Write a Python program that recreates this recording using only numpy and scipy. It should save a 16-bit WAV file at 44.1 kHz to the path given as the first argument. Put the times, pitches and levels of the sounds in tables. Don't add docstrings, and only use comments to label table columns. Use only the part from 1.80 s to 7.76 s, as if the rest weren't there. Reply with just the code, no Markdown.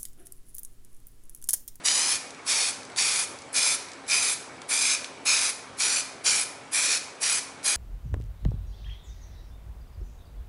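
import sys
import numpy as np
from scipy import signal
from scipy.fft import rfft, irfft, next_fast_len
from scipy.io import wavfile
from scipy.ndimage import uniform_filter1d, map_coordinates

SR = 44100
rng = np.random.default_rng(int(sys.argv[2]) if len(sys.argv) > 2 else 0)


def volts(x):
    e = np.asarray(x, float) / 20
    return 10 ** e


def log_audio(samples):
    frames = np.atleast_2d(samples).T
    limited = np.clip(frames, -1, 1)
    pcm = np.round(limited * 32767).astype(np.int16)
    wavfile.write(sys.argv[1], SR, pcm)


N = 262836

# pitch_hz, level_db
AIR_COLOUR = [(25, -29), (60, -13.5), (85, -12.5), (130, -6.5), (200, -6), (320, -2), (500, -1), (1000, -2),
              (1500, -5.5), (2100, -11), (3000, -13.5), (6000, -19), (11000, -24)]
# pitch_hz, width_hz, level_db
STANDING_WAVES = [(100, 10, 9), (229, 9.1, 3.5), (396, 16, 2.5), (463, 13, 3.5), (557, 17, 2.5),
                  (2240, 67, 8.5), (7800, 90, 6)]
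# pitch_hz, level_db (rms)
MACHINE_HUM = [(143, -70), (270.5, -58)]
# pitch_hz, t60_s
ROOM_DECAY = [(500, 0.92), (2500, 0.56), (6000, 0.53), (11000, 0.4)]

# surge_delay_ms, shut_delay_ms, surge_share, shut_share
BOARD_PATH = [(1.045, .935, .85, .3), (.865, .885, .22, .5), (.865, .865, .36, .1), (.785, .825, .12, .55),
              (.8, .83, .25, .36), (.835, .785, .3, .65), (.755, .825, .7, .08), (.735, .675, .22, .65),
              (.68, .74, .5, .1), (.66, .74, .15, .28), (.685, .785, .36, .2), (.615, .625, .05, .42)]
# surge_delay_ms, shut_delay_ms, surge_share, shut_share
RAIL_PATH = [(1.175, 1.125, .1, .3), (1.11, 1.13, .2, .33), (1.075, 1.175, .25, .08),
             (.925, .935, .05, .48), (1.01, .92, .08, .32), (.945, .935, .18, .18), (1.52, 1.47, .05, .42),
             (.87, .8, .24, .3), (1.285, 1.225, .33, .33), (1.195, 1.145, .24, .22), (1.05, 1.0, .52, .05),
             (1.225, 1.225, .46, .14)]
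# surge_delay_ms, shut_delay_ms, surge_share, shut_share
CORNER_PATH = [(2.07, 1.89, .25, .15), (1.865, 1.855, .22, .1), (1.48, 1.43, .17, .1),
               (1.74, 1.73, .2, .12), (1.655, 1.515, .38, .12), (1.69, 1.79, .28, .12),
               (1.88, 1.81, .15, .22), (1.565, 1.505, .2, .28), (1.43, 1.37, .22, .17),
               (.535, .525, .4, .14), (.6, .65, 0, .45), (.47, .51, .12, .3)]
MIRROR = 1.3

# start_s, level_db (peak), pitch_hz, width_hz
CAP_TICKS = [(0.0842, -8.5, 4170, 5000), (0.5064, -25, 4800, 9000), (.547, -36, 5500, 3000),
             (1.032, -34, 4700, 2500), (1.051, -32, 5600, 3000), (1.1, -34, 4500, 8000),
             (1.118, -39, 5000, 2500), (1.131, -50, 5600, 2000), (1.162, -21, 4500, 12000),
             (1.186, -9, 3960, 4970), (1.588, -30.5, 5700, 5000), (1.62, -31.5, 5500, 4000),
             (1.73, -24, 10400, 2500), (2.086, -34, 5000, 3000), (2.1173, -32.5, 5600, 4000),
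             (2.134, -32, 6000, 4000), (2.266, -36, 6000, 8000), (2.8182, -24.5, 2000, 9000),
             (2.9127, -22.5, 1160, 1210), (3.072, -14.5, 5500, 6900), (3.2445, -21, 3620, 3600),
             (3.972, -38, 6000, 9000), (5.83, -30, 4000, 5000)]

# open_s, surge_s, shut_s, surge_db, late_db
PRESSES = [(0.033, 0.057, 0.36, -23.5, -27.5), (0.644, 0.707, 0.9, -23, -28),
           (1.153, 1.193, 1.439, -24.5, -31), (1.721, 1.769, 1.95, -25, -27),
           (2.265, 2.322, 2.534, -23, -29.5), (2.878, 2.917, 3.148, -26, -24),
           (3.446, 3.479, 3.699, -21, -27.5), (3.967, 4.015, 4.204, -25, -26),
           (4.434, 4.470, 4.628, -21, -29.5), (4.907, 4.947, 5.17, -28.5, -25.5),
           (5.396, 5.440, 5.587, -24.5, -28.5), (5.826, 5.865, 6.015, -25.5, -33.5)]
# crack_part (of the rise, 0-1), sag_place (in the hold, 0-1), sag_db
FINGER_FEEL = [(0.5, .45, -2.5), (0.37, 0.2, -2), (.4, 0.2, -1), (0.39, 0, -0.5), (0.34, 0.2, -2),
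               (0.37, 0.33, -4), (0.29, 0.55, -4), (0.44, 0.4, -2.5), (0.29, 0.1, -1), (0.39, 0.3, -1),
               (0.39, 0.2, -3), (0.4, 0.5, 0)]
# whistle_open_db, whistle_shut_db, fizz_open_db, fizz_shut_db, roar_db
NOZZLE_AIM = [(-3.5, -0.76, -.5, 0.44, 0.5), (-0.5, -0.75, -2, -1.5, -0.5), (-0.5, -0.63, -2.5, 0.23, -0.5),
              (-0.5, -0.63, 0.5, -0.13, 0), (5, -3, -2, 2, -0.5), (1, 1, 2, -0.83, 0),
              (4, 0.52, -2.5, 1.7, 1), (-1, -0.35, 0, -1.3, 0.5), (2.5, 0.65, -0.5, 2.1, 1),
              (6, 0, 2, -2.2, 0.5), (5, -0.13, 0, 0.5, 0), (-5, 1.7, 2, -0.29, 1.5)]
# pitch_hz, level_db
ROAR_COLOUR = [(150, -30), (300, -16.5), (500, -11.5), (800, -3.5), (1100, -2.5), (1550, 0), (2000, -0.5),
               (2800, -9.5), (4500, -18)]
# pitch_hz, level_db
HISS_COLOUR = [(1800, -32.5), (2800, -8.5), (3600, -4.5), (4800, -0.5), (6300, -1), (7600, -5.5),
               (9500, -19)]
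# pitch_hz, level_db
FIZZ_COLOUR = [(5500, -39.5), (7000, -3.5), (8300, 0.5), (9500, 3), (10800, 5.5), (14000, -4.5)]
# pitch_hz, width_hz, level_db
CAP_HOLLOW = [(2476, 107, -0.5), (2256, 284, -8)]

SEEP_DB = -66
CRACK_DB, KNEE_DB = -14.5, -4.5
LIFT_S, LIFT_DB = 0.031, -4
USUAL_DB, WEAKEST_DB = -27, -35
ROAR_DB, FIZZ_DB = -10, -2.5
ROAR_LAGS, FIZZ_LAGS = 0.36, 0.58
WHISTLE_DB, WHISTLE_START_DB, WHISTLE_BUILDS_S = -7, -8, 0.02

# pitch_hz, width_hz, level_db
MIC_PORT = [(2315, 580, 2.5), (8000, 260, 2)]
TOP_HZ = 11060


def unit(x):
    return x / np.sqrt(np.mean(x ** 2) + 1e-20)


def along(points, hz):
    f, v = np.transpose(points)
    return np.interp(np.log(hz + 1), np.log(f + 1), v)


def curve(rows):
    s, value = np.transpose(rows)
    return np.interp(np.arange(N) / SR, s, value)


def per_press(at_opening, at_shutting):
    rows = []
    for press, first, last in zip(PRESSES, at_opening, at_shutting):
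        rows += [(press[1], first), (press[2], last)]
    return curve(rows)


def wobble(rate):
    knots = rng.standard_normal(int(N * rate / SR) + 4)
    return map_coordinates(knots, [np.arange(N) * rate / SR])


def filtered(x, response):
    m = next_fast_len(N + SR // 2)
    return irfft(rfft(x, m) * response(np.fft.rfftfreq(m, 1 / SR)), m)[..., :N]


def resonance(f, hz, width):
    return 1j * f * width / (hz * hz - f * f + 1j * f * width)


def peaks(f, modes):
    return 1 + sum((volts(db) - 1) * resonance(f, hz, width) for hz, width, db in modes)


def rush(spectrum, patchy_db):
    z = signal.stft(rng.standard_normal(N + 512), nperseg=512)[2]
    field = uniform_filter1d(rng.standard_normal(z.shape), size=5, axis=0)
    field = uniform_filter1d(field, size=8, axis=1)
    noise = signal.istft(z * volts(patchy_db * unit(field)), nperseg=512)[1][:N]
    return unit(filtered(noise, lambda hz: volts(along(spectrum, hz))))


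def background():
    t = np.arange(N) / SR
    drift = np.cumsum(wobble(9)) / SR
    hum = 0
    for hz, db in MACHINE_HUM:
        level = volts(db + 2.0 + 2.5 * wobble(14))
        hum = hum + level * np.sin(2 * np.pi * hz * (t + 0.013 * drift))
    air = filtered(rush(AIR_COLOUR, patchy_db=1.77), lambda f: peaks(f, STANDING_WAVES))
    return volts(-46.0 + 0.16 * wobble(2.2)) * air + hum


def workshop(x):
    hz, t, z = signal.stft(rng.standard_normal(SR), SR, nperseg=256)
    decay = volts(-60 * t / along(ROOM_DECAY, hz)[:, None])
    tail = signal.istft(z * decay, SR, nperseg=256)[1]
    return signal.fftconvolve(np.pad(x, (300, 0)), tail / np.linalg.norm(tail))[:N]


def board(x):
    bright = filtered(x, lambda f: f * f / (f * f + 1900 ** 2))
    copies, power = 0, 1
    for path in (BOARD_PATH, RAIL_PATH, CORNER_PATH):
        columns = np.transpose(path)
        delay_ms = per_press(*columns[:2])
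        share = np.minimum(MIRROR * per_press(*columns[2:]), 1)
        late = map_coordinates(bright, [np.arange(N) - delay_ms * SR / 1000], order=5)
        copies = copies + share * late
        power = power + share ** 2
    return (x + copies) / np.sqrt(power)


def ticks():
    out, t = np.zeros(N + SR), np.arange(2048) / SR
    f = np.fft.rfftfreq(len(t), 1 / SR)
    for s, db, hz, width in CAP_TICKS:
        crack = volts(-60 * t / 0.022) * rng.standard_normal(len(t))
        crack[0] = 4.5
        crack = irfft(rfft(crack) * resonance(f, hz, width) * resonance(f, hz, 2 * width))
        out[round(s * SR):][:len(t)] += volts(db) * crack / np.abs(crack).max()
    return out[:N]


def flow():
    rows = []
    for press, (crack, sag, sag_db) in zip(PRESSES, FINGER_FEEL):
        opens, surge, shuts, surge_db, late_db = press
        rise = surge - opens
        rows += [
            (opens, SEEP_DB),
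            (opens + crack * rise, surge_db + CRACK_DB),
            (opens + (1 + crack) / 2 * rise, surge_db + KNEE_DB),
            (surge, surge_db),
            (surge + sag * (shuts - surge), surge_db + sag * (late_db - surge_db) + sag_db),
            (shuts - LIFT_S, late_db),
            (shuts, late_db + LIFT_DB),
            (shuts + .03, late_db + LIFT_DB)]
    return curve(rows)


def hollow():
    def response(f):
        total = 0
        for k, (hz, width, db) in enumerate(CAP_HOLLOW):
            total = total + (-1) ** k * volts(db) * resonance(f, hz, width)
        return total
    return unit(filtered(rng.standard_normal(N), response))


def jet():
    t, flow_db = np.arange(N) / SR, flow()
    weak_db = USUAL_DB - np.maximum(flow_db, WEAKEST_DB)
    aim = np.transpose(NOZZLE_AIM)
    roar_db = per_press(aim[4], aim[4]) + ROAR_DB + ROAR_LAGS * weak_db
    fizz_db = per_press(*aim[2:4]) + FIZZ_DB + FIZZ_LAGS * weak_db

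    opens = np.array([press[0] for press in PRESSES])
    since = t - opens[np.maximum(np.searchsorted(opens, t) - 1, 0)]
    build_db = WHISTLE_START_DB * np.exp(-np.abs(since) / WHISTLE_BUILDS_S)
    whistle_db = per_press(*aim[:2]) + WHISTLE_DB + build_db

    valve = 0
    for press in PRESSES:
        opening, shutting = (t - press[0]) / 0.0031, 1 + (press[2] - t) / 0.019
        valve = valve + np.clip(np.minimum(opening, shutting), 0, 1)
    flutter = volts(0.31 * wobble(35) + 0.88 * wobble(180) + 1.03 * wobble(900))

    hiss = rush(HISS_COLOUR, patchy_db=0.63)
    roar = volts(roar_db) * rush(ROAR_COLOUR, patchy_db=1.0)
    fizz = volts(fizz_db + 3.0) * rush(FIZZ_COLOUR, patchy_db=1.0)
    whistle = volts(whistle_db - 3) * hollow()
    return valve * volts(flow_db) * unit(flutter) * (hiss + roar + fizz + whistle)


def scene():
    spray, cap = jet(), ticks()
    ring = volts(-8.5) * workshop(spray + cap)
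    return (board(spray) + cap + ring + background())[None]


def low_pass(x):
    return signal.sosfilt(signal.butter(12, 13420, fs=SR, output="sos"), x)


def record(dry):
    loud = uniform_filter1d(np.abs(dry), size=900) > .014
    leak = loud * (wobble(26) > .1) * volts(-23) * dry
    sliver = filtered(leak, lambda f: np.exp(-((f - 13100) / 100) ** 4))
    port = filtered(dry, lambda f: peaks(f, MIC_PORT) * np.clip((TOP_HZ - f) / 120, 0, 1))
    return low_pass(port + sliver)


dry = scene()
out = record(dry)
log_audio(out)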